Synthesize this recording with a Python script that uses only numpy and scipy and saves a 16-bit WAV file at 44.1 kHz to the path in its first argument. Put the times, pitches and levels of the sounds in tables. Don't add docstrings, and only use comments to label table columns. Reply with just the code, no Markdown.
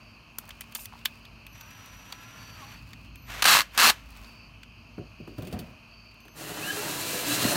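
import sys
import numpy as np
from scipy import signal
from scipy.io import wavfile
from scipy.ndimage import uniform_filter1d

SR = 44100
rng = np.random.default_rng(int(sys.argv[2]) if len(sys.argv) > 2 else 0)


def dump_mix(stems):
    frames = np.atleast_2d(stems).T
    limited = np.clip(frames, -1, 1)
    pcm = np.round(limited * 32767).astype(np.int16)
    wavfile.write(sys.argv[1], SR, pcm)


N = 333396
T = np.arange(N) / SR


def amp(db):
    return 10 ** (np.asarray(db) / 20)


def decay(t, t60):
    return amp(-60 * t / t60)


def evened(x):
    return x / np.sqrt(np.mean(x ** 2) + 1e-20)


def peaked(x):
    return x / abs(x).max()


def curve(rows, col=1):
    rows = np.asarray(rows, float)
    return np.interp(T, rows[:, 0], rows[:, col])


def level(rows, col=1, fade=.006):
    inside = np.clip(np.minimum(T - rows[0][0], rows[-1][0] - T) / fade + 1, 0, 1)
    return amp(curve(rows, col)) * inside


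def held(rows, fade):
    return sum(amp(db) * np.clip(np.minimum(T - s, end - T) / fade + 1, 0, 1) for s, end, db in rows)


def colour(x, spectrum=None, peaks=(), base_db=-12):
    hz = np.abs(np.fft.fftfreq(8192, 1 / SR))
    power = amp(2 * base_db) + 0 * hz
    for f, width, db in peaks:
        power = power + amp(2 * db) / (1 + (2 * (hz - f) / width) ** 2)
    log_gain = np.log(power) / 2
    if spectrum:
        f, db = np.transpose(spectrum)
        smooth_db = np.interp(np.log(hz + 1), np.log(f), np.maximum(db, -90))
        log_gain = log_gain + np.log(amp(smooth_db))
    taps = np.fft.ifft(np.exp(np.conj(signal.hilbert(log_gain)))).real[:4096]
    return signal.oaconvolve(x, taps / np.linalg.norm(taps))[:len(x)]


def band(x, lo_hz, hi_hz):
    return signal.sosfilt(signal.butter(2, [lo_hz, hi_hz], "band", fs=SR, output="sos"), x)


def wander(per_s, size=N):
    knots_per_s = 400
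    knots = rng.standard_normal(int(max(size / SR, 1) * knots_per_s) + 2)
    slow = evened(uniform_filter1d(knots, max(round(knots_per_s / per_s), 1)))
    return np.interp(T[:size] * knots_per_s, np.arange(len(knots)), slow)


def grit(per_s, spread_db, hiss):
    size = amp(spread_db * np.minimum(rng.exponential(1, N), 4)) * rng.choice([-1, 1], N)
    clicks = evened(size * (rng.random(N) < per_s / SR))
    return evened(clicks + hiss * rng.standard_normal(N))


def tone(hz, blur_hz, waver_db=0.0, size=N):
    turns = np.cumsum(hz + blur_hz * wander(60, size)) / SR
    return np.sqrt(2) * np.sin(2 * np.pi * turns) * amp(waver_db * wander(25, size))


def add(mix, s, sound):
    part = mix[round(s * SR):][:len(sound)]
    part += sound[:len(part)]


# frequency in Hz, relative level in dB.
WHIRR = [(350, -42), (600, -9.5), (1220, -6), (1670, -4.5), (2060, -5.5), (2720, 0), (3350, -2.5),
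         (4070, -1.5), (4870, -4), (7080, -2.5), (10600, -5.5), (15000, -7.5), (15800, -8), (16500, -15)]
# frequency in Hz, width in Hz, relative level in dB.
HOUSING = [(1256, 254, 2), (1657, 108, 5.5), (1830, 30, -1.5), (2080, 86, -0.5), (2693, 230, 1.5),
           (3060, 18, 4), (3910, 56, -0.5), (4250, 490, 0), (6620, 520, -23), (9100, 220, -24.5),
           (12200, 150, 2.5)]
# time in seconds, shaft rate in Hz.
SHAFT = [(6.42, 176), (6.48, 188), (6.54, 198), (6.62, 206), (6.65, 233), (6.68, 248), (6.72, 257),
         (6.77, 267), (6.9, 321), (7.05, 335), (7.24, 337), (7.29, 322), (7.33, 335), (7.4, 346),
         (7.48, 352), (7.56, 355)]
# time in seconds, whirr in dB, panel shake in dB (before its final gain).
CUT = [(6.33, -82, -70), (6.366, -49, -46), (6.42, -43, -39.5), (6.586, -39.5, -38.5), (6.7, -37.5, -39),
       (6.8, -34.5, -35.5), (7.226, -34, -37.5), (7.302, -29, -34.5), (7.47, -29, -30), (7.56, -30, -27.5)]


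def whirr():
    turns = np.cumsum(curve(SHAFT) * (1 + 0.0092 * wander(50))) / SR
    knocks = evened(np.diff(np.floor(turns), prepend=0))
    noise = colour(grit(4000, 3, 1.6) + .25 * knocks, WHIRR, HOUSING, base_db=0)
    below = [0 * noise] + [band(noise, 20, hz) for hz in (1500, 2300, 3500, 5500, 9000)] + [noise]
    chatter = sum(part * amp(0.7 * wander(30)) for part in np.diff(below, axis=0))
    return evened(chatter) * level(CUT) * amp(0.55 * wander(27))


# start in seconds, end in seconds, multiple of the shaft rate, level in dB.
SINGING = [(6.64, 7.6, 3, -51), (6.44, 6.61, 15, -55), (6.625, 6.715, 12, -42), (6.745, 6.77, 12, -47),
           (7.0, 7.26, 7, -49), (7.0, 7.3, 12, -52), (7.31, 7.6, 12, -40), (6.64, 6.9, 5, -52),
           (6.8, 7.6, 2, -53), (7.28, 7.6, 5, -48), (7.3, 7.6, 8, -47)]


def singing_orders():
    return sum(held([(s, end, db)], .012) * tone(order * curve(SHAFT), 10, 2.0)
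               for s, end, order, db in SINGING)


# start in seconds, end in seconds, level in dB.
BUZZ = [(6.63, 6.76, -47), (6.685, 6.71, -36)]


def housing_buzz():
    return held(BUZZ, .015) * evened(band(rng.standard_normal(N), 1600, 1710))


# start in seconds, end in seconds, pitch in Hz,
# first partial in dB, second partial in dB.
WHINE = [(1.47, 1.53, 6145, -72, -73), (1.53, 2.75, 5853, -61.5, -67), (3.155, 3.222, 6180, -74, -67),
         (3.222, 3.264, 6030, -72, -61), (3.264, 3.332, 5940, -72, -63), (3.332, 3.41, 5825, -72, -66),
         (3.735, 3.775, 5800, -76, -66), (6.205, 6.283, 6150, -72, -75), (6.283, 6.348, 6215, -66.5, -69),
         (6.348, 6.55, 5920, -70, -67)]
THROB_PER_S, THROB_DB = 42, 2.5


def switching_whine():
    row = np.maximum(np.searchsorted([row[0] for row in WHINE], T) - 1, 0)
    start, end, hz, first_db, second_db = np.array(WHINE)[row].T
    on = uniform_filter1d(1. 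* (T > start) * (T < end), size=200)
    throb_turns = np.cumsum(THROB_PER_S + 6 * wander(8)) / SR
    throb = amp(THROB_DB * np.sin(2 * np.pi * throb_turns))
    partials = amp(first_db) * tone(hz, 4, .8) + amp(second_db) * tone(2 * hz, 6, 2)
    return on * throb * partials


# start in seconds, end in seconds, first level in dB, last level in dB.
CREEP = [(1.556, 2.747, -54.5, -51.5), (3.306, 3.611, -39, -42.5), (3.783, 3.932, -32, -43.5)]
# frequency in Hz, relative level in dB.
CREEP_COLOUR = [(150, -15), (250, -4.5), (374, -7), (999, 1), (1520, 2), (2710, 1), (5100, -9), (6070, -8),
                (6400, -10), (10300, -19), (12000, -13.5), (15700, -22.5), (16500, -25.5)]
SPIN_UP_DB_PER_S, COAST_DB_PER_S = 500, 184.5


def creeping_motor():
    gain = 0
    for s, end, first_db, last_db in CREEP:
        run_db = np.interp(T, [s, end], [first_db, last_db])
        rise_db = SPIN_UP_DB_PER_S * np.maximum(s - T, 0)
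        coast_db = COAST_DB_PER_S * np.maximum(T - end, 0)
        gain = gain + amp(run_db - rise_db - coast_db)
    return evened(colour(grit(2500, 1, 0.83), CREEP_COLOUR)) * gain * amp(1.3 * wander(40))


# time in seconds, base pitch in Hz, level in dB.
MESH = [(1.6, 306, -62), (1.658, 301, -67), (1.712, 335.3, -64), (1.818, 322.5, -61), (1.902, 338, -67),
        (2.104, 325.6, -62), (2.388, 350.4, -61), (2.52, 337.5, -64), (2.6, 310, -60), (2.638, 269, -55),
        (2.72, 288, -71)]
# multiple of the base pitch, relative level in dB.
MESH_ORDERS = [(3, -2), (4, 0), (5, -4)]


def gear_mesh():
    partials = sum(amp(db) * tone(order * curve(MESH), 7.9, 2.8) for order, db in MESH_ORDERS)
    return level(MESH, 2) * partials


# time in seconds, relative peak in dB.
SLIPS = [(3.4228, -8), (3.4258, -11), (3.442, -9), (3.4545, -9), (3.5672, -14), (3.5895, -11),
         (3.5965, -13), (3.6058, -11), (3.6165, -18), (3.7768, -8), (3.7905, -11), (3.7995, -11),
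         (3.9003, -14)]
# time in seconds, relative level in dB, slips per second.
RATTLE = [
    [(3.45, -19.5, 165), (3.507, -16.5, 250), (3.57, -18, 150), (3.59, -24.5, 90)],
    [(3.78, -20.5, 120), (3.832, -16, 200), (3.9, -16, 135), (3.92, -54.5, 54)],
]
# frequency in Hz, relative level in dB.
CLUTCH = [(47, -76.5), (80, -47), (140, -16.5), (292, -13), (364, -17), (1040, -3), (1390, -6),
          (4330, -5.5), (13800, -15.5), (15400, -16), (16500, -34)]


def clutch():
    blows, grind = np.zeros(N), np.zeros(N)
    blows[[round(s * SR) for s, _ in SLIPS]] = amp([db for _, db in SLIPS])
    for rows in RATTLE:
        turns = np.floor(np.cumsum(curve(rows, 2) * (1 + .2 * wander(150))) / SR)
        slips = np.diff(turns, prepend=0) > 0
        blows += slips * level(rows, fade=0.0011) * amp(6.0 + 1.2 * wander(400))
        grind += level(rows, fade=.003) * amp(-3)
    t = T[:2500]
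    snap, loose_parts = decay(t, 0.018), 0.23 * decay(t, 0.064)
    clatter = (1 - np.exp(-t / 0.000099)) * (snap + loose_parts)
    noise_gain = signal.oaconvolve(blows, clatter)[:N] + grind
    drive = noise_gain * rng.standard_normal(N) + 3.2 * blows
    return amp(-7.0) * colour(drive, CLUTCH, HOUSING, base_db=-4.5)


# time in seconds, peak of the boom in dB,
# then relative to it the higher modes in dB and the tick in dB.
KNOCKS = [(4.977, -28.5, -2.5, -25), (5.197, -33, -19, -26), (5.272, -40.5, 7, -7), (5.379, -30, 1, -10.5),
          (5.419, -34, -5, -5), (5.447, -33, -15, -8), (5.468, -34, -16, 0), (5.508, -43, -10, -3),
          (5.523, -30.5, -18, -4), (5.566, -37, -2, -25), (5.587, -35, -10, 2.5), (6.249, -52.5, 7, 3),
          (7.445, -18, -2, -18)]
# frequency in Hz, width in Hz, relative level in dB.
PANEL = [(110, 30, -2), (132, 105, 13.5), (223, 30, 3.5), (317, 86, -5.5), (433, 35, -6), (590, 74, 9),
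         (635, 19, 8), (723, 33, 12.5), (1020, 74, -6), (1360, 75, -7)]
# frequency in Hz, width in Hz, relative level in dB.
CHUCK = [(1050, 100, -18), (2240, 460, -5), (3380, 720, 0), (4570, 150, 2.5), (5840, 250, -16)]
# frequency in Hz, width in Hz, relative level in dB.
BIT = [(9100, 22, 0), (12100, 90, 0), (15000, 90, 0)]
KNOCK_T60, TOP_MODES_DB, CONTACT_DB = 0.22, -1.5, -11


def panel_knocks():
    t, out = T[:16000], np.zeros(N)
    yields = np.clip(t / .004, 0, 1) ** 3
    for s, db, high_db, tick_db in KNOCKS:
        push = rng.standard_normal(len(t))
        fading = np.exp(-t / 0.0053) + 0.51 * decay(t, KNOCK_T60)
        boom = colour(push * yields * fading, peaks=PANEL, base_db=-30.0)
        top = decay(t, .2) * band(boom, 500, 1700)
        thud = band(push * yields * decay(t, 0.06), 600, 1440)
        higher = peaked(band(boom, 241, 440)) + amp(TOP_MODES_DB) * peaked(top) + amp(CONTACT_DB) * peaked(thud)
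        tick = band(colour(push * decay(t, 0.079), peaks=CHUCK + BIT, base_db=-10), 1000, 21500)
        knock = peaked(band(boom, 113, 357)) + amp(high_db) * higher + amp(tick_db) * peaked(tick * yields)
        add(out, s, amp(db) * knock)
    return out


# time in seconds, relative level in dB.
DRAG = [(5.37, -60), (5.39, -34), (5.5, -35), (5.58, -30.5), (5.68, -39.5), (5.8, -62)]


def panel_drag():
    rub = colour(grit(305, 3.2, 1.0), peaks=PANEL, base_db=-4.0)
    rasp = amp(-7.5) * evened(band(rub, 360, 1700))
    return amp(-8) * level(DRAG) * amp(2.85 * wander(30)) * (evened(band(rub, 55, 490)) + rasp)


# frequency in Hz, relative level in dB.
SHAKE = [(29, -66), (50, -36), (128, -8), (257, -9.5), (295, 2), (378, -4), (414, -2.5), (547, -8),
         (745, -11.5), (843, -5.5), (2000, -4), (2600, -35), (4400, -120)]


def panel_shake():
    shake = evened(colour(grit(250, 1, 0.85), SHAKE, PANEL, base_db=-1.5))
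    return amp(-2.0 + 1.4 * wander(25)) * level(CUT, 2) * shake


# start in seconds, end in seconds, pitch in Hz, level in dB.
MOANS = [(6.386, 6.448, 296, -51), (6.449, 6.548, 420, -48), (6.69, 6.777, 292, -43.5),
         (6.756, 6.86, 415, -44.5), (6.847, 6.937, 299, -40.5), (6.969, 7.26, 409, -47.5),
         (7.03, 7.27, 505, -47), (7.262, 7.344, 298, -30), (7.369, 7.521, 413, -46), (7.43, 7.5, 233, -39),
         (7.439, 7.548, 581, -38), (7.483, 7.557, 672, -43)]


def panel_moans():
    out = np.zeros(N)
    for s, end, hz, db in MOANS:
        swell = signal.windows.tukey(round((end - s) * SR), .6)
        add(out, s, amp(db) * swell * tone(hz, 8.8, 2.7, len(swell)))
    return out


# time in seconds, peak of the body in dB,
# treble relative to it in dB, main ring in Hz.
CLICKS = [(0.385, -27.5, 8.5, 1180), (0.454, -48, 6, 2440), (0.478, -47, 4, 2700), (0.491, -36, 5, 1810),
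          (0.506, -31, -6, 3060), (0.609, -30.5, 6.5, 2300), (0.616, -35, -20, 2520), (0.712, -52, 3, 2500),
          (0.723, -37.5, 4, 2560), (0.75, -30.5, 13, 2300), (0.754, -28, -22, 2980),
          (0.759, -29, -20, 3070), (0.792, -36, -9, 2660), (0.856, -29.5, 5, 6000), (0.989, -42, -8, 2610),
          (1.012, -45, -8, 2570), (1.052, -27.5, 5, 3280), (1.056, -10.5, 1.5, 3300),
          (1.252, -37.5, -3, 3500), (1.466, -36, 1, 2460), (1.61, -38, -6, 6400), (1.712, -43, -10, 1340),
          (1.86, -43, 6, 5970), (2.124, -25, -3.5, 794), (2.748, -48, -2, 2480), (2.775, -53, 0, 3800),
          (2.932, -32.5, -4, 2050), (3.046, -48, -3, 2510), (3.157, -39, 1, 2530), (3.321, -35, -6, 2690),
          (3.736, -48, 5, 2700), (3.749, -33, -1, 1280), (4.105, -47, 6, 2510), (4.171, -42, 3, 2360),
          (4.244, -42, -13, 4540), (4.632, -35, -8, 2380), (6.06, -53, -3, 2500), (6.114, -47, -3, 2500),
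          (6.143, -49, 2, 2520), (6.204, -48, 2, 2570), (6.281, -39.5, -4, 1690)]
SCRAPE_S, CLICK_T60, TREBLE_T60 = 0.0024, 0.02, 0.033


def clicks():
    t, out = T[:4000], np.zeros(N)
    for s, db, treble_db, hz in CLICKS:
        noise = rng.standard_normal(len(t))
        burst = noise * decay(np.maximum(t - SCRAPE_S, 0), CLICK_T60)
        body = band(colour(burst, peaks=CHUCK + [(hz, 350, 6)], base_db=-8.0), 1000, 8000)
        treble = band(burst * decay(t, TREBLE_T60), 3900, 22000)
        add(out, s, amp(db) * (peaked(body) + amp(treble_db) * peaked(treble)))
    return out


# time in seconds, peak of its lowest mode in dB, peak of the middle mode in dB.
PINGS = [(0.3853, -43, -26.5), (0.6078, -33, -44), (0.7526, -29, -26), (1.6087, -58, -43),
         (1.708, -42, -56), (1.859, -44, -56)]


def bit_pings():
    t, out = T[:8000], np.zeros(N)
    for s, low_db, high_db in PINGS:
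        burst = rng.standard_normal(len(t)) * decay(t, 0.0092)
        low, middle, top = [peaked(colour(burst, peaks=[mode], base_db=-32)) for mode in BIT]
        add(out, s, amp(low_db) * low + amp(high_db) * (middle + 0.46 * top))
    return out


# start in seconds, end in seconds, level in dB.
SLIDE = (.765, .85, -47.5)


def bit_slide():
    scrape = evened(band(colour(grit(1200, 3, .5), peaks=BIT, base_db=-17), 4600, 13300))
    return scrape * held([SLIDE], .01) * amp(2.2 * wander(30))


# time in seconds, peak in dB.
TAPS = [(.438, -42.5), (.486, -43), (.756, -37), (0.786, -40.5), (.924, -38), (.936, -36.5), (.954, -42)]
TAP_HZ, TAP_WIDTH_HZ, TAP_T60 = 980, 330, 0.032


def finger_taps():
    t, out = T[:4000], np.zeros(N)
    for s, db in TAPS:
        burst = rng.standard_normal(len(t)) * decay(t, TAP_T60)
        grip = colour(burst, peaks=[(TAP_HZ, TAP_WIDTH_HZ, 0)], base_db=-18)
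        add(out, s, amp(db) * peaked(band(grip, 600, 3000)))
    return out


# start in seconds, end in seconds, level in dB before its unsteadiness.
RUSTLE = [(.42, 1.15, -66), (2.85, 3.0, -67), (4.1, 4.28, -63), (5.38, 5.66, -68)]
# frequency in Hz, relative level in dB.
SKIN = [(300, -25), (900, 0), (2000, -5.5), (5000, -9.5), (9000, -17), (16000, -16)]


def skin_rustle():
    skin = evened(colour(grit(1300, 5.7, 0.97), SKIN)) * amp(4 + 2 * wander(30))
    return skin * held(RUSTLE, .14)


def shop(x):
    taps = np.zeros(SR // 2)
    at = np.arange(300, len(taps) - 20, 20) + rng.integers(0, 20, (len(taps) - 301) // 20)
    taps[at] = rng.choice([-1., 1.], len(at))
    t = T[:len(taps)]
    tail = band(taps, 150, 3500) * decay(t, 0.1) + band(taps, 2100, 15000) * decay(t, 0.085)
    return signal.oaconvolve(x, tail / np.linalg.norm(tail))[:N]


# start in seconds, end in seconds, wing pitch in Hz, relative level in dB.
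CHIRPS = [(0, .16, 4600, -60), (1.09, 1.3, 4720, -63), (2.36, 2.6, 4580, -56), (2.59, 2.81, 4480, -56),
          (3.05, 3.25, 4250, -66), (4.24, 4.49, 4570, -58), (4.65, 4.92, 4750, -66),
          (5.16, 5.42, 4720, -63), (5.885, 6.13, 4580, -57)]
STROKES_PER_S = 46.2


def crickets():
    out, wobble = np.zeros(N), wander(80)
    for s, end, hz, db in CHIRPS:
        t = T[:round((end - s) * SR)]
        strokes = np.maximum(.7 - np.cos(2 * np.pi * STROKES_PER_S * t), .3)
        swell = signal.windows.tukey(len(t), .2)
        turns = np.cumsum(hz + 25 * wobble[round(s * SR):][:len(t)]) / SR
        wings = np.sin(2 * np.pi * turns) + .33 * np.sin(2 * np.pi * 1.085 * turns)
        add(out, s, amp(db) * strokes * swell * wings)
    return out


# frequency in Hz, width in Hz, level in dB.
CHORUS = [(2584, 370, -61), (2904, 590, -65), (4490, 850, -68), (6420, 730, -79)]


def insect_chorus():
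    out = np.zeros(N)
    for f, width, db in CHORUS:
        edges = f - width / 2, f + width / 2
        noise = band(band(rng.standard_normal(N), *edges), *edges)
        out += amp(db + 1.69 * wander(12)) * evened(noise)
    return out


# start in seconds, end in seconds, level in dB.
HUM = [(0, .15, -62.5), (.36, 1.4, -60.5), (4.1, 4.8, -65), (4.9, 6.3, -64)]


def hum():
    return held(HUM, 0.071) * tone(229.5, 2.57)


# frequency in Hz, relative level in dB.
RUMBLE = [(15, -50), (25, -25.5), (38, -10.5), (56, 0.5), (76, -1.5), (110, -1.5), (139, -10.5),
          (286, -14.5), (400, -37), (520, -42.5), (880, -120)]
# time in seconds, deep drone in dB, upper rumble in dB.
RUMBLE_LEVEL = [(0.0, -62, -56), (1.2, -58, -54), (2.4, -60, -51.5), (2.9, -52.5, -49), (3.4, -50.5, -49.5),
                (3.7, -56, -55.5), (4.15, -50.5, -52.5), (4.6, -56, -53), (5.6, -58, -51.5),
                (6.0, -62.5, -58), (7.56, -61, -54)]
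DRONE_HZ, DRONE_NOISE_DB = 53, -1


def far_rumble():
    low = colour(rng.standard_normal(N), RUMBLE)
    drone = amp(DRONE_NOISE_DB) * evened(band(low, 33.0, 73.0)) + tone(DRONE_HZ, 3.6, 3.5)
    return level(RUMBLE_LEVEL) * drone + level(RUMBLE_LEVEL, 2) * evened(band(low, 85, 330))


# frequency in Hz, relative level in dB.
NIGHT = [(150, -33.5), (250, -23), (325, -12.5), (560, -16), (611, -9), (781, -16), (1090, -9.5),
         (1940, -21), (2570, -7), (3410, -28.5), (4670, -25), (5370, -24.5), (7630, -37.5), (13800, -36),
         (16500, -47.5)]


def night_air():
    return amp(-58 + 1.0 * wander(2.4)) * evened(colour(rng.standard_normal(N), NIGHT))


def scene():
    motor = whirr() + singing_orders() + housing_buzz() + switching_whine() + creeping_motor() + gear_mesh()
    panel = panel_knocks() + panel_drag() + panel_shake() + panel_moans()
    hands = clicks() + bit_pings() + bit_slide() + finger_taps() + skin_rustle()
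    near = motor + clutch() + panel + hands
    wings = crickets()
    night = 0.75 * wings + .5 * shop(wings) + insect_chorus() + hum() + far_rumble() + night_air()
    return (near + amp(-21.0) * shop(near) + night)[None]


EDGE_HZ = 15900


def record(dry):
    thinned = signal.sosfilt(signal.butter(4, 44, "high", fs=SR, output="sos"), dry)
    dipped = thinned - .5 * band(thinned, 10200, 10960)
    softened = .6 * np.tanh(dipped / .6)
    low_pass = signal.firwin(767, EDGE_HZ, window=("kaiser", 12), fs=SR)
    return signal.oaconvolve(softened, low_pass[None], "same")


dry = scene()
out = record(dry)
dump_mix(out)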